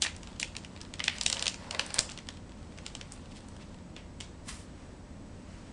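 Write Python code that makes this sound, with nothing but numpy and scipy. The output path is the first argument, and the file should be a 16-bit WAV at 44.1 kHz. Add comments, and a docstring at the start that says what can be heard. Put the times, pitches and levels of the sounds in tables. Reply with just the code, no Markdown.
"""Ventilation rumbles and hums in a small room, from start to end. Over a table, hands open a syringe wrapper:
its plastic blister crinkles and buckles in sharp snaps under rubbing fingers. From about 1 to 2 s the paper
backing tears off its glue seam, with two puffs of air. The hands rustle on, and near 4 s the empty wrapper
drops into a lined bin, then swishes along the bin liner. Last, a coat rustles softly."""
import sys
import numpy as np
from scipy import signal
from scipy.fft import rfft, irfft, next_fast_len
from scipy.io import wavfile
from scipy.ndimage import map_coordinates

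SR = 44100
rng = np.random.default_rng(int(sys.argv[2]) if len(sys.argv) > 2 else 0)


def int16_out(signal):
    """Quantize to a 16-bit WAV file."""
    q = np.round(np.clip(np.atleast_2d(signal).T, -1, 1) * 32767)
    wavfile.write(sys.argv[1], SR, q.astype(np.int16))


N = 252428
TIME = np.arange(N) / SR


def amp(db):
    """Turn decibels into a multiplier. Table levels are relative; the functions add their own gain."""
    return 10 ** (np.asarray(db) / 20)


def unit(x):
    """Scale x to an average (rms) level of 1."""
    return x / np.sqrt(np.mean(x ** 2) + 1e-20)


def value_at(points, hz):
    """Read between the rows of a (pitch_hz, value) table, on a log pitch scale."""
    pitches, values = np.transpose(points)
    return np.interp(np.log(hz + 1), np.log(pitches + 1), values)


def gains(rows):
    """One volume curve for each level column, fading out just beyond the first and last row."""
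    times, *columns = np.transpose(rows)
    fade = np.interp(TIME, [times[0] - .02, times[0], times[-1], times[-1] + .02], [0, 1, 1, 0])
    return [fade * amp(np.interp(TIME, times, db)) for db in columns]


def wobble(per_s):
    """A smooth curve through per_s random values a second."""
    return map_coordinates(rng.standard_normal(int(N * per_s / SR) + 4), [TIME * per_s])


def filtered(x, response):
    """Turn each frequency in x up or down by response(hz)."""
    size = next_fast_len(N + SR // 2)
    return irfft(rfft(x, size) * response(np.fft.rfftfreq(size, 1 / SR)), size)[:N]


def coloured(x, spectrum):
    """Give x the tone colour of a (pitch_hz, level_db) table, at an average level of 1."""
    return unit(filtered(x, lambda hz: amp(value_at(spectrum, hz))))


def band(x, hz, octaves):
    """Keep one broad range of pitches around hz."""
    edges = np.clip([hz * 2 ** (-octaves / 2), hz * 2 ** (octaves / 2)], 50, SR / 2 - 2000)
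    return signal.sosfilt(signal.butter(2, edges, "bandpass", fs=SR, output="sos"), x)


def friction(per_s, spread_db, hiss):
    """Tiny slips of uneven size at random moments, over the hiss of smooth sliding."""
    moments = rng.random(N) < per_s / SR
    sizes = amp(spread_db * rng.standard_normal(N).clip(-2, 2))
    return unit(moments * sizes * rng.choice([-1, 1], N)) + hiss * rng.standard_normal(N)


# Echoes off the table, floor and near walls: delay_s, level_db
NEAR_ECHOES = [(.0046, -39), (.0075, -20.5), (0.0147, -17.5), (0.0181, -16.5)]
def near_echoes(x):
    """The direct sound, then weaker copies that bounce off nearby surfaces."""
    out = np.pad(x, (0, SR))
    for delay_s, level_db in NEAR_ECHOES:
        out[round(delay_s * SR):][:N] += amp(level_db) * x
    return out[:N]


# How long the room takes to fade by 60 dB: pitch_hz, fade_s
ROOM_FADE = [(200, 0.32), (1000, 0.46), (3000, 0.3), (7000, 0.32), (10000, 0.24)]
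def room_tail(build_s):
    """Countless echoes blur together, build up and die away, lasting longest at middle pitches."""
    hz, t, noise = signal.stft(rng.standard_normal(SR // 2), SR, nperseg=256)
    fade = amp(-60 * t / value_at(ROOM_FADE, hz)[:, None])
    rise = 1 - np.exp(-t / build_s)
    tail = signal.istft(noise * fade * rise, SR, nperseg=256)[1]
    return tail / np.linalg.norm(tail)


def room(source, echo_db, directions=3):
    """Crumpled plastic sounds different in each direction, so the room blends fresh plays of the source."""
    blur = sum(signal.fftconvolve(source(), room_tail(build_s=0.0013))[:N] for _ in range(directions))
    return near_echoes(source()) + amp(echo_db) * blur / np.sqrt(directions)


# Tone colour of the air in the ducts: pitch_hz, level_db
DUCT_COLOUR = [(12, -18), (22, -4), (80, -1), (115, -6.5), (250, -5.5), (340, -11.5), (430, -16.5),
               (590, -16.5), (750, -20), (1000, -22), (1460, -26.5), (2800, -33), (6500, -31.5),
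               (10000, -45), (10800, -83)]
# Steady tones of the ventilation and a camera: pitch_hz, level_db
HUM_TONES = [(52, -61), (87.1, -57), (140.9, -65), (177.7, -60), (208.4, -63), (240.2, -64), (301.7, -77.5),
             (474, -70.5), (526, -70.5), (591.5, -70), (948, -74.5), (7880, -76.5)]
def ventilation():
    """Air rumbles in the ducts under a few wavering tones."""
    hum = np.zeros(N)
    for pitch_hz, level_db in HUM_TONES:
        waver_hz = (1.79 + .002 * pitch_hz) * wobble(9)
        phase = 2 * np.pi * np.cumsum(pitch_hz + waver_hz) / SR
        hum += amp(level_db) * np.sqrt(2) * np.sin(phase)
    return amp(-48.5) * coloured(rng.standard_normal(N), DUCT_COLOUR) + hum


# The wrapper slides along the bin liner: time_s, level_db
LINER_SWISH = [(4.43, -76), (4.472, -51.5), (4.49, -36.5), (4.51, -43.5), (4.55, -49), (4.61, -53.5),
               (4.65, -61)]
# The coat shifts as the hands meet and part: time_s, level_db
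COAT_MOVES = [(4.68, -64), (4.8, -56), (4.92, -63), (5.1, -95), (5.32, -64), (5.48, -55.5), (5.6, -58),
              (5.72, -61)]
# Tone colours of the sliding liner and of the coat: pitch_hz, level_db
LINER_COLOUR = [(350, -22), (600, -17), (1100, -4.5), (2700, -6.5), (6000, -3), (10000, -8.5)]
COAT_COLOUR = [(350, -26), (800, 3.5), (1800, 1.5), (3500, -3), (6000, -1.5), (10000, -14), (11000, -34)]
def rustles():
    """Surfaces slide over each other: the wrapper swishes once along the bin liner, then the coat rustles
    softly."""
    threads = friction(per_s=2500, spread_db=3, hiss=.8)
    coat_gain = gains(COAT_MOVES)[0] * amp(-4.5 + 1.8 * wobble(16))
    swish = gains(LINER_SWISH)[0] * coloured(threads, LINER_COLOUR)
    return swish + coat_gain * coloured(threads, COAT_COLOUR)


# Fingers rub on the wrapper: time_s, level_db
FINGER_RUBS = [(0.15, -59.5), (0.27, -53.5), (0.5, -62), (0.7, -58.5), (0.98, -60.5), (2.02, -60),
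               (2.12, -49), (2.24, -63), (2.33, -56.5), (2.42, -65), (2.77, -57.5), (2.86, -58),
               (3.1, -57.5), (3.5, -60), (3.72, -61), (3.8, -71)]
# Tone colour of the rubbing: pitch_hz, level_db
RUB_COLOUR = [(400, -10), (900, 10), (2100, -1), (3200, 2), (6000, 0), (10000, -11.5), (11000, -37)]
def fingers():
    """Fingers creep over plastic and paper with a faint, uneven crackle."""
    pressure = gains(FINGER_RUBS)[0] * amp(-3.5 + wobble(24.36))
    slips = friction(per_s=500, spread_db=4, hiss=.9)
    return pressure * coloured(slips, RUB_COLOUR)


def finger_ticks(per_s=12, above_rub_db=4, spread_db=6, spread_octaves=0.17):
    """Rows for buckles(): tiny ticks at random moments, louder where the fingers rub harder."""
    times, rub_db = np.transpose(FINGER_RUBS)
    starts = np.linspace(times[0], times[-1], int(per_s * (times[-1] - times[0])))
    shift, pitch, size = rng.uniform(-1, 1, (len(starts), 3)).T
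    starts = np.clip(starts + shift / per_s, times[0], times[-1])
    levels = np.interp(starts, times, rub_db) + above_rub_db + spread_db * size
    pitches = PANEL_HZ * 2 ** (spread_octaves * pitch)
    return [(start_s, hz, db, -3) for start_s, hz, db in zip(starts, pitches, levels)]


# The wrapper is flicked away and lands: start_s, pitch_hz, level_db, crease_above_panel_db
BIN_HITS = [(3.9646, 2600, -41.5, -5), (4.2035, 2900, -42.5, 0), (4.208, 3330, -39, 0.5)]
def bin_drop():
    """The empty wrapper buckles once as it is thrown and twice as it lands in the bin."""
    return buckles(BIN_HITS)


# The seam gives way all at once: start_s, level_db
AIR_PUFFS = [(1.2635, -31), (1.9918, -27.5)]
def puffs(rise_s=0.00094):
    """The pack gives a soft push of air, too short to ring."""
    out = np.zeros(N)
    age = np.arange(SR // 30) / SR / rise_s
    for start_s, level_db in AIR_PUFFS:
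        out[round(start_s * SR):][:len(age)] += amp(level_db) * age * np.exp(1 - age)
    return out


# The paper leaves the seam: time_s, paper_level_db, glue_level_db
PEEL_LEVELS = [(1.1, -78, -41), (1.168, -67, -42), (1.276, -65, -57), (1.39, -52.5, -35),
               (1.526, -63.5, -48), (1.756, -49, -44), (1.888, -66, -44), (1.966, -48.5, -30.5),
               (2.06, -56.5, -69)]
# Tone colours of the drumming paper and of the tearing glue: pitch_hz, level_db
PAPER_COLOUR = [(200, -27), (380, -15), (540, 6.5), (750, -2.5), (1000, 2), (1400, -12.5), (2200, -17),
                (5000, -68)]
GLUE_COLOUR = [(600, -52), (1500, -2.5), (3000, -4), (5000, -0.5), (7300, -12), (10000, -16)]
def peel():
    """Threads of glue let go one by one, in spurts, and drum on the tight paper."""
    paper_gain, glue_gain = gains(PEEL_LEVELS)
    spurts = friction(per_s=2500, spread_db=3, hiss=.6) * amp(3.5 * wobble(45.25))
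    drumming = amp(3.5) * paper_gain * coloured(spurts, PAPER_COLOUR)
    tearing = amp(-9) * glue_gain * coloured(spurts, GLUE_COLOUR)
    return drumming + tearing


# The plastic crumples softly: middle_s, half_length_s, pitch_hz, level_db
SOFT_CRINKLES = [(0.035, 0.011, 4200, -31), (0.069, 0.019, 2320, -42.5), (0.413, .008, 4640, -39),
                 (1.059, 0.014, 3800, -42.5), (3.137, 0.011, 6500, -53.5), (3.319, 0.0071, 3500, -53.5),
                 (3.37, 0.015, 3560, -52.5), (3.62, 0.015, 2850, -55)]
def crinkles():
    """Many small creases of very uneven size shift together in a short swell."""
    out = np.zeros(N + SR)
    t = np.arange(-SR // 32, SR // 16) / SR
    for middle_s, half_length_s, pitch_hz, level_db in SOFT_CRINKLES:
        slips = rng.standard_normal(len(t)) * amp(9.5 * rng.standard_normal(len(t)).clip(-2, 2))
        swell = amp(level_db) * np.exp(-(t / half_length_s) ** 2 / 2)
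        start = max(0, round((middle_s + t[0]) * SR))
        out[start:][:len(t)] += swell * unit(band(slips, pitch_hz, octaves=1.74))
    return out[:N]


def pop(t, hz, octaves, fade_s):
    """A patch of plastic creaks, gives way at t = 0 and rattles around one pitch."""
    shape = np.where(t < 0, amp(-16.5 + 60 * t / 0.014), amp(-60 * t / fade_s))
    ring = band(rng.choice([-1, 1], len(t)) * shape, hz, octaves)
    return ring * np.sqrt(.003 * SR / np.sum(ring ** 2))  # as much energy as 3 ms at level 1


PANEL_HZ, CREASE_HZ = 3450, 5850  # a typical panel (a flat patch of the blister) and its crease
TAUT_FROM_S, TAUT_TO_S, TAUT_DB = 1.5, 2.0, 6  # while the pack is pulled tight, buckles thud harder
def buckles(rows):
    """Each buckle thuds through the whole pack, rings one panel and cracks along a crease."""
    out = np.zeros(N + SR)
    t = np.arange(-SR // 150, SR // 50) / SR
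    for start_s, pitch_hz, level_db, crease_db in rows:
        thud_db = -21 - 0.33 * level_db - 0.22 * crease_db  # loud, sharp snaps have a smaller share of thud
        thud_db += TAUT_DB * (TAUT_FROM_S < start_s < TAUT_TO_S)
        crease_hz = CREASE_HZ * (pitch_hz / PANEL_HZ) ** 0.41  # smaller panel: shorter, higher crease
        thud = amp(thud_db) * pop(t, 970, octaves=2.67, fade_s=0.033)
        panel = pop(t, pitch_hz, octaves=0.83, fade_s=0.01)
        crease = amp(crease_db) * pop(t, crease_hz, octaves=0.75, fade_s=0.0081)
        out[round((start_s + t[0]) * SR):][:len(t)] += amp(level_db + 0.82) * (thud + panel + crease)
    return out[:N]


# The blister snaps: start_s, pitch_hz, level_db, crease_above_panel_db
BLISTER_SNAPS = [(0.021, 3550, -24.5, 4), (0.0254, 3440, -25, -1), (0.0489, 2200, -31, -20),
                 (0.0627, 2700, -31, -15), (0.067, 2300, -33.5, -1), (0.1644, 3980, -49, 4),
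                 (0.232, 3500, -47, 3), (0.3988, 3480, -34.5, 6), (0.4292, 3050, -27, -1),
                 (0.552, 2600, -43.5, -3), (0.5664, 3670, -35.5, 0.5), (0.6475, 3300, -43, -1),
                 (0.7632, 2900, -47, -9), (0.8144, 3900, -42.5, 3), (0.939, 3300, -38.5, 0),
                 (0.9947, 2680, -37, -1), (1.0028, 2440, -28, -12), (1.0406, 3340, -30, 1),
                 (1.0806, 2640, -19, -9.5), (1.184, 3180, -39.5, 3.5), (1.2121, 3500, -26, -1),
                 (1.2345, 3800, -44.5, 11), (1.2631, 3700, -20, 1.5), (1.3, 4370, -27.5, -3),
                 (1.3277, 4000, -22.5, -0.5), (1.3688, 3300, -34, -6), (1.3946, 2960, -39.5, 10),
                 (1.425, 3820, -25.5, -3.5), (1.4576, 3660, -31, -2), (1.4673, 3160, -24.5, -2.5),
                 (1.4802, 3400, -27.5, 5), (1.543, 2700, -44, 6.5), (1.7098, 3130, -35, 3.5),
                 (1.7477, 3500, -33.5, -10.5), (1.7947, 3400, -21.5, -4.5), (1.8642, 5200, -50.5, 10),
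                 (1.905, 3900, -41, -3), (1.9426, 5000, -35.5, 7.5), (1.9849, 3800, -27, -9),
                 (1.9908, 3960, -21, 4), (2.0926, 2600, -41, -7), (2.0984, 3700, -45, 3),
                 (2.1185, 3000, -49, 10), (2.1757, 3700, -40.5, -5.5), (2.1877, 2440, -43.5, 1),
                 (2.288, 4320, -34, -14), (2.7762, 3700, -53, 1), (2.7862, 2550, -46, 0.5),
                 (2.8643, 3380, -35.5, 1), (2.9516, 3500, -37.5, 0.5), (3.0125, 2320, -39.5, 0),
                 (3.1211, 5600, -46.5, 5.5), (3.4856, 5600, -56.5, 6)]
def blister():
    """The plastic blister bends in the hands, with sharp snaps and softer crinkles."""
    return buckles(BLISTER_SNAPS) + crinkles()


def scene():
    """The hands are close by; the bin stands lower and farther off, so it has more room echo."""
    plastic = room(blister, echo_db=-11)
    paper_and_cloth = room(lambda: peel() + puffs() + fingers() + rustles(), echo_db=-10, directions=1)
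    far_bin = room(bin_drop, echo_db=-4.5)
    ticks = finger_ticks()
    crackle = room(lambda: buckles(ticks), echo_db=-12, directions=1)
    return (plastic + paper_and_cloth + far_bin + crackle + ventilation())[None]


# How much each part of the treble is lifted or lowered: pitch_hz, gain_db
TREBLE_COLOUR = [(1500, 0), (1900, 1.5), (2400, 0.5), (3000, 0.5), (3650, -1.5), (4300, -1.5), (5600, -3),
                 (6500, -4.5), (7150, -1), (7700, -0.5), (8500, 2.5), (9200, 1.5), (10200, -3),
                 (10750, -26), (12200, -20)]
TOP_HZ = 12600  # everything higher is cut away
def record(dry):
    """The treble is gently lifted and lowered, then falls away steeply above about 10 kHz."""
    heard = filtered(dry[0], lambda hz: amp(value_at(TREBLE_COLOUR, hz)))
    return filtered(heard, lambda hz: 1 / np.sqrt(1 + (hz / TOP_HZ) ** 80))[None]


dry = scene()
out = record(dry)
int16_out(out)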